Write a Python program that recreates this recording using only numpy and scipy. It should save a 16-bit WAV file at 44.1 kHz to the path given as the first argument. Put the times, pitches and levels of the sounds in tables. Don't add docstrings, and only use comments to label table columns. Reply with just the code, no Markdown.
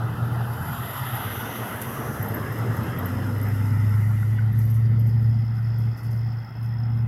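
import sys
import numpy as np
from scipy import signal
from scipy.fft import rfft, irfft, next_fast_len
from scipy.io import wavfile
from scipy.ndimage import uniform_filter1d

SR = 44100
rng = np.random.default_rng(int(sys.argv[2]) if len(sys.argv) > 2 else 0)


def unload_audio(sound):
    columns = np.transpose(np.atleast_2d(sound))
    steps = np.round(np.clip(columns, -1, 1) * 32767)
    wavfile.write(sys.argv[1], SR, steps.astype(np.int16))


N = 311787
TIME = np.arange(N) / SR


# (time [s], cycle rate [Hz])
CYCLE_RATE = [(0, 10.8), (.55, 10.78), (1.05, 8.5), (1.7, 7.86), (2, 9.03), (2.8, 10.93), (3.1, 11.85),
              (3.35, 12.85), (3.65, 12.83), (4.84, 14.14), (5.7, 14.23), (7.07, 14.46)]
# (time [s], throttle opening [0-1])
THROTTLE_OPENING = [(0, 0.08), (.5, 0.22), (.8, 0.13), (2.3, 0.31), (2.9, 0), (3.3, 0.84), (3.8, 0.72),
                    (7.07, 1)]
# (order [x cycle rate], idle gain [dB], load gain [dB])
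FIRING_ORDERS = [(4, -14, -16), (5, -9.5, 2), (6, -16.5, -10.5), (7, -7, -22), (8, -0.5, 1),
                 (9, -27, -19.5), (10, -13, -1), (11, 2.5, -21.5), (12, -28, -51.5), (13, -7.5, -4.5),
                 (14, -9.5, -18.5), (15, 4, -6.5), (16, -1.5, -8.5), (17, -31, -9.5), (18, -0.5, -15.5),
                 (19, -10, -23), (20, -8, -33.5), (21, -2, -26.5), (22, 0, -15.5), (24, -9.5, -2.5),
                 (27, 0.5, -23.5), (29, 8.5, -22.5)]
# (frequency [Hz], gain [dB])
PIPE_RESPONSE = [(25, -39.5), (42, -26), (55, -21), (70, -19), (88, -12), (104, -1), (116, 1), (128, -7),
                 (145, -12), (165, -18), (245, -17.5), (280, -31.5), (400, -35.5), (900, -78)]
# (time [s], level before surges [dB])
EXHAUST_LEVEL = [(0, -25.5), (.4, -24), (.55, -30), (1.1, -30.5), (1.75, -37), (2.2, -29.5), (3, -28.5),
                 (3.9, -18), (4.25, -20.5), (4.85, -17.5), (5.36, -18), (5.47, -23.5), (5.87, -21),
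                 (6.1, -23), (6.6, -26), (7.07, -20.5)]
# (time [s], change [dB], half-length [s])
EXHAUST_SURGES = [(0.627, 5, 0.022), (0.934, -10.5, 0.035), (2.718, 6, 0.1), (5.989, -14.5, 0.054),
                  (6.486, -12.5, 0.088)]

def engine(lope_db=3, firing_order=8):
    (cycle_hz,) = curves(CYCLE_RATE)
    (throttle,) = curves(THROTTLE_OPENING)
    (level_db,) = curves(EXHAUST_LEVEL)
    cycle = np.cumsum(cycle_hz) / SR - .58
    unsteady = .82 * (1 - throttle) + .75 * throttle
    firings = np.zeros(N)
    for order, idle_db, load_db in FIRING_ORDERS:
        strength = undb(idle_db + throttle * (load_db - idle_db))
        waver = unsteady * np.clip(1 - 1.6 * strength * throttle, 0, 1) * (order / 11) ** 1.3
        phase_turns = .012 * (order - 11) ** 2 + rng.random() * (order > 15)
        sign = -1 if order == firing_order else 1
        tone = sign * np.exp(2j * np.pi * (order * cycle + phase_turns))
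        flutter = (1 + waver * (walk(9) + 1j * walk(8))) / np.sqrt(1 + 2 * waver ** 2)
        firings += strength * np.real(tone * flutter)
    gas = undb(14.5 - 4.3 * throttle) * rng.standard_normal(N)
    lope = undb(lope_db * (1 - throttle) * np.abs(np.cos(np.pi * cycle)) ** 10)
    pipe = colour(firings + gas, PIPE_RESPONSE) * lope
    surge_db = sum(db * np.exp(-((TIME - s) / half_s) ** 2) for s, db, half_s in EXHAUST_SURGES)
    running_rms = np.sqrt(uniform_filter1d(pipe ** 2, SR // 5))
    return pipe / running_rms * undb(level_db + surge_db)


def growl(start_s=2.75, end_s=3.9, level_db=-36):
    return undb(level_db) * swell(start_s, end_s) * resonance(hz=249.4, width_hz=38)


# (time [s], level [dB])
DRONE_ENVELOPE = [(0, -38.5), (.8, -45.5), (1.2, -41), (2.3, -35), (3.25, -37.5), (4.1, -48), (4.4, -49.5),
                  (4.65, -50), (4.9, -46), (5.25, -49), (5.55, -55.5), (5.8, -49.5), (6.22, -50.5),
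                  (6.45, -54.5), (7.07, -53)]
# (frequency [Hz], gain [dB])
DRONE_SPECTRUM = [(130, -12), (220, 3), (290, -2.5), (450, -2), (600, -7), (800, -29.5), (1200, -64)]

def road_drone():
    (level_db,) = curves(DRONE_ENVELOPE)
    return noise(DRONE_SPECTRUM) * undb(level_db + walk(14))


# (frequency [Hz], gain [dB])
ROAR_SPECTRUM = [(350, -34.5), (620, 1), (850, 2), (1050, 1.5), (1330, 2.5), (1550, -0.5), (1750, -2),
                 (2000, -33), (3000, -59.5)]
RING_SPECTRUM = [(1500, -21.5), (1750, -3), (1900, 1.5), (2060, -1.5), (2200, -9.5), (2400, -18),
                 (3000, -53.5)]
RUSH_SPECTRUM = [(1800, -37.5), (2350, 0), (2700, 7.5), (3300, 3.5), (3650, 0.5), (4200, -3), (5000, -27),
                 (6500, -27), (9000, -54.5)]
PASS_BY = {"roar": (0.7, 3.0, -37.5, 0.5, 12, -53.5), "ring": (1.27, 4, -47.5, 10, 11.5, -59),
           "rush": (1.3, 3, -55, 0, 6, -68)}

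def tyre_roar(flicker_db=.7, reflection_gain=.23, delay_s=.0018, near_s=2.4, near_half_s=.96):
    roar = noise(ROAR_SPECTRUM) * passing(*PASS_BY["roar"]) * undb(flicker_db * walk(40))
    ring = noise(RING_SPECTRUM) * passing(*PASS_BY["ring"]) * undb(2 * flicker_db * walk(40))
    rush = noise(RUSH_SPECTRUM) * passing(*PASS_BY["rush"]) * undb(flicker_db * walk(40))
    direct = swirl(roar + ring + rush)
    reflected = np.interp(TIME - delay_s, TIME, direct)
    mix = reflection_gain * (1 - np.exp(-((TIME - near_s) / near_half_s) ** 2))
    return (direct - mix * reflected) / np.sqrt(1 + mix ** 2)


# (time [s], spray level [dB], sizzle level [dB])
TREBLE_LEVELS = [(0, -64.5, -56.5), (.48, -64.5, -51.5), (.7, -61, -51.5), (1.1, -59, -47),
                 (1.65, -58, -43), (2.1, -58.5, -46), (2.6, -58, -52), (4.22, -61, -54), (4.48, -69, -62),
                 (4.92, -81, -67.5), (6.3, -86.5, -74), (7.07, -83, -75)]
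# (frequency [Hz], gain [dB])
SPRAY_SPECTRUM = [(3500, -33), (4800, 2), (6100, 3), (7000, 1.5), (8500, 0.5), (10000, -19), (12000, -18.5),
                  (16000, -16)]
SIZZLE_SPECTRUM = [(7000, -32), (9500, -11.5), (10600, -6.5), (11300, -0.5), (11800, -1), (12500, -2),
                   (13100, -11.5), (14000, -11), (15700, -22)]

def tyre_treble(flicker_db=.86):
    spray_db, sizzle_db = curves(TREBLE_LEVELS)
    spray = noise(SPRAY_SPECTRUM) * undb(spray_db)
    sizzle = noise(SIZZLE_SPECTRUM) * undb(sizzle_db)
    return (spray + sizzle) * undb(flicker_db * walk(25))


# (frequency [Hz], width [Hz], level [dB], start [s], end [s])
HISS_BANDS = [(1293, 200, -41, 0.74, 1.45), (2020, 250, -48, 1, 1.9), (2900, 690, -47.5, 0.66, 2.07),
              (3470, 630, -50, 0.645, 1.7), (7330, 600, -62, 0.5, 1.2), (9600, 560, -60.5, 0.54, 1.7),
              (11240, 650, -48.5, 0.57, 1.5), (11830, 700, -43.5, 0.52, 1.67), (12700, 500, -53, .55, 1.6),
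              (2950, 550, -58.5, 2, 3.44), (3180, 200, -55.5, 2.84, 3.02), (878, 65, -52, 3.4, 4.17),
              (1350, 190, -48.5, 3, 4.21), (2820, 110, -66, 2.8, 4.4)]

def passing_hiss(grain_db=1.27):
    first_swell = passing(start_s=1.44, end_s=1.54, level_db=-54,
                          rise_db_per_s=42, fall_db_per_s=38, floor_db=-90.5)
    second_swell = undb(-57) * swell(1.85, 2.26)
    soft = resonance(hz=6010, width_hz=700) * (first_swell + second_swell)
    sharp = sum(undb(db) * resonance(hz, width_hz) * swell(start_s, end_s)
                for hz, width_hz, db, start_s, end_s in HISS_BANDS)
    return sharp * undb(grain_db * walk(120)) + soft


# (time [s], level [dB], fade [s])
GRIT_GRAINS = [(0.902, -37, .005), (1.151, -32, 0.004), (1.335, -40, 0.0062), (1.57, -39, 0.008)]

def grit():
    flares = np.zeros(N)
    t = TIME[:SR // 20]
    for s, db, fade_s in GRIT_GRAINS:
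        add(flares, s, undb(db) * t / fade_s * np.exp(1 - t / fade_s))
    return flares * resonance(hz=11800, width_hz=700)


# (start [s], end [s], level [dB], fade-in [s])
KATYDID_BOUTS = [(1.95, 3.98, -52, .22), (4.86, 7.02, -52, 0.27)]

def katydid(pitch_hz=5190, fall_hz=470, flat_hz=220, warm_up_s=.3,
            stroke_s=.011, period_s=.0158, rest_s=.0145, spread_db=1.5, rasp_db=2):
    trill = np.zeros(N)
    progress = TIME[:int(stroke_s * SR)] / stroke_s
    envelope = np.sin(np.pi * progress) ** 2
    slide_hz = fall_hz * (.5 - progress)
    for start_s, end_s, level_db, fade_in_s in KATYDID_BOUTS:
        s = start_s
        while s + 2 * period_s <= end_s:
            strokes = np.clip(round(rng.normal(3.1, .7)), 2, 4)
            group_db = rng.normal(level_db, .5)
            for _ in range(strokes):
                centre_hz = pitch_hz - flat_hz * np.exp((start_s - s) / warm_up_s) + rng.normal(0, 40)
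                fade_in = 1 - np.exp((start_s - s) / fade_in_s)
                gain = undb(rng.normal(group_db, spread_db)) * fade_in
                add(trill, s, gain * envelope * sine(centre_hz + slide_hz))
                s += period_s
            s += rest_s * rng.lognormal(0, .3)
    return scatter(trill * undb(rasp_db * walk(700)), t60_s=.29, wet_db=-6)


# (time [s], relative peak [dB], pitch [Hz])
ZIP_EVENTS = [(2.225, -27.5, 12800), (2.2826, -31.5, 12500), (2.3414, -26.5, 12440), (2.5207, -38, 12800),
              (2.583, -38, 12800), (2.7641, -39, 12900), (2.832, -40, 12800), (2.9846, -32, 12400),
              (3.056, -30, 12400), (3.3797, -44, 12700), (3.4276, -36, 12800), (3.484, -39, 12800),
              (3.8886, -46, 12700), (4.5256, -46, 12600), (4.5875, -37, 12700), (4.6498, -40, 12300),
              (4.7077, -43, 12530), (4.9926, -42, 12400), (5.0674, -46, 12500), (5.223, -54, 12400),
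              (5.2904, -55.5, 12400), (5.782, -45, 12300)]

def zips(rise_s=.0044, jitter_hz=150, gain_db=-2):
    scrapes = np.zeros(N)
    t = TIME[:SR // 10]
    envelope = (t / rise_s * np.exp(1 - t / rise_s)) ** 2
    for s, db, hz in ZIP_EVENTS:
        rasp = unit(uniform_filter1d(rng.standard_normal(len(t)), size=40))
        add(scrapes, s, undb(db) * envelope * sine(hz + jitter_hz * rasp))
    return undb(gain_db) * scatter(scrapes, t60_s=.25, wet_db=-6)


# (time [s], envelope gain [dB], fade [s])
FINGER_RUBS = [(1.818, -37, 0.019), (4.52, -52, 0.22), (4.586, -49, 0.02), (4.633, -54, .015),
               (4.698, -50, .008), (4.748, -52, 0.047), (4.985, -55, 0.035), (5.055, -52.5, 0.041),
               (5.185, -57.5, 0.083), (5.53, -59, 0.11), (5.775, -56, 0.08), (5.966, -50.5, 0.038),
               (6.04, -53, 0.029), (6.1, -53, .06), (6.63, -54, 0.035), (6.9, -64, 0.18)]
BODY_CLICKS = [(1.8158, -23, 0.0028), (1.8215, -30, .003), (3.415, -30, 0.0012), (4.583, -47, .008),
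               (4.7425, -44, 0.0065), (6.032, -49, .008), (6.627, -54, .008)]
# (frequency [Hz], gain [dB])
RUB_SPECTRUM = [(2000, -32), (4000, -16.5), (6000, -0.5), (8000, -9.5), (10000, -3), (12000, 8.5),
                (13500, -4), (15700, -10.5)]
CLICK_SPECTRUM = [(2000, -27), (4000, -16), (6000, -6), (8000, -8), (9500, 5), (12000, 9.5), (13500, -2),
                  (15700, -10)]

def handling(click_attack_s=.00057, grain_db=2):
    rubs, clicks = np.zeros(N), np.zeros(N)
    t = TIME[:SR // 4]
    for s, db, fade_s in FINGER_RUBS:
        add(rubs, s, undb(db) * burst(t, fade_s / 3.5, fade_s))
    for s, db, fade_s in BODY_CLICKS:
        add(clicks, s, undb(db) * burst(t, click_attack_s, fade_s))
    rustle = rubs * noise(RUB_SPECTRUM) * undb(grain_db * walk(300))
    return rustle + clicks * noise(CLICK_SPECTRUM)


# (time [s], envelope gain [dB])
KNOCK_BLOWS = [(4.225, -33.5), (4.386, -30.5), (4.42, -40), (5.586, -42)]

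def knocks(attack_s=.0025, fade_s=.008):
    blows = np.zeros(N)
    for s, db in KNOCK_BLOWS:
        add(blows, s, undb(db) * burst(TIME[:SR // 10], attack_s, fade_s))
    modes = resonance(hz=1460, width_hz=180) + undb(-6) * resonance(hz=2000, width_hz=180)
    return blows * modes


def far_traffic(level_db=-45):
    rumble = noise([(25, -15), (42, -22.5), (65, -7.5), (100, -5.5),
                    (200, -3.5), (350, -22.5), (700, -58.5)])
    return rumble * undb(level_db + walk(3.2))


# (frequency [Hz], width [Hz], level [dB])
FAR_ROAD_MODES = [(832, 246, -54.5), (1420, 300, -59), (2094, 110, -65.5), (2594, 260, -68.5),
                  (3290, 170, -70)]

def far_road(full_s=5.6, rise_db_per_s=7):
    wash = sum(undb(db) * resonance(hz, width_hz) for hz, width_hz, db in FAR_ROAD_MODES)
    return swirl(wash) * undb(-rise_db_per_s * np.maximum(full_s - TIME, 0))


# (time [s], level [dB])
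CHORUS_LEVEL = [(0, -64.5), (1, -57.5), (2.5, -68.5), (4.5, -65.5), (5.3, -66), (6, -63), (7.07, -74)]

def chorus(flutter_db=1.7):
    (level_db,) = curves(CHORUS_LEVEL)
    band = noise([(4100, -18.5), (4550, -7.5), (4800, -2), (5100, -8), (5450, -9), (6000, -18)])
    return band * undb(level_db + flutter_db * walk(60))


def ticking(rate_hz=17.086, first_s=.0085, fade_s=.0025, level_db=-56):
    age_s = (TIME - first_s) % (1 / rate_hz)
    band = noise([(11000, -25), (13000, -1), (14500, -3.5), (15700, -2)])
    return np.exp(-age_s / fade_s) * band * undb(level_db + 1.5 * walk(10))


def swirl(x, depth_db=2.3, frame_samples=1024):
    cells = signal.stft(x, nperseg=frame_samples)[2]
    patches = rng.standard_normal(cells.shape)
    for axis in (0, 1, 0, 1):
        patches = uniform_filter1d(patches, size=4, axis=axis)
    return signal.istft(cells * undb(depth_db * unit(patches)), nperseg=frame_samples)[1][:N]


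def scatter(x, t60_s, wet_db):
    t = TIME[:SR // 2]
    tail = rng.standard_normal(len(t)) * undb(-60 * t / t60_s)
    return x + undb(wet_db) * signal.fftconvolve(x, tail / np.linalg.norm(tail))[:N]


def passing(start_s, end_s, level_db, rise_db_per_s, fall_db_per_s, floor_db):
    approach_db = rise_db_per_s * np.maximum(start_s - TIME, 0)
    retreat_db = fall_db_per_s * np.maximum(TIME - end_s, 0)
    return np.hypot(undb(level_db - approach_db - retreat_db), undb(floor_db))


def swell(start_s, end_s):
    progress = np.clip((TIME - start_s) / (end_s - start_s), 0, 1)
    return np.sqrt(4 * progress * (1 - progress))


def burst(t, attack_s, fade_s):
    return np.exp(-t / fade_s) * (1 - np.exp(-t / attack_s))


def sine(hz):
    return np.sin(2 * np.pi * np.cumsum(hz) / SR)


def resonance(hz, width_hz):
    band = signal.butter(2, [hz - width_hz / 2, hz + width_hz / 2], "bandpass", fs=SR, output="sos")
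    return unit(signal.sosfilt(band, rng.standard_normal(N)))


def noise(spectrum):
    return unit(colour(rng.standard_normal(N), spectrum))


def colour(x, spectrum):
    size = next_fast_len(N + 8192)
    hz, db = np.transpose(spectrum)
    bins_hz = np.maximum(np.fft.rfftfreq(size, 1 / SR), 1)
    gain = undb(np.interp(np.log(bins_hz), np.log(hz), db))
    skirts = np.minimum(bins_hz / hz[0], 1) ** 2 * np.minimum(hz[-1] / bins_hz, 1) ** 2
    return irfft(rfft(x, size) * gain * skirts, size)[:N]


def walk(rate_hz):
    hold = max(int(SR / rate_hz), 2)
    steps = np.repeat(rng.standard_normal(N // hold + 1), hold)
    return unit(uniform_filter1d(steps, hold)[:N])


def curves(table):
    times_s, *columns = np.transpose(table)
    return [np.interp(TIME, times_s, column) for column in columns]


def add(track, at_s, sound):
    start = int(np.clip(at_s * SR, 0, N))
    track[start:start + len(sound)] += sound[:N - start]


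def unit(x):
    return x / np.sqrt(np.mean(x ** 2))


def undb(db):
    return 10 ** (np.asarray(db) / 20)


def scene():
    car = engine() + growl() + road_drone() + tyre_roar() + tyre_treble() + passing_hiss() + grit()
    details = katydid() + zips() + handling() + knocks()
    background = far_traffic() + far_road() + chorus() + ticking()
    return (car + details + background)[None]


def record(dry, hiss_db=-69, cutoff_hz=15800):
    hiss = noise([(5000, -12), (9000, -19), (12000, 3), (13500, -3.5), (15700, -1)])
    hiss *= undb(hiss_db + 1.6 * walk(33))
    lowpass = signal.ellip(10, .2, 80, cutoff_hz, fs=SR, output="sos")
    return signal.sosfilt(lowpass, dry + hiss)


dry = scene()
out = record(dry)
unload_audio(out)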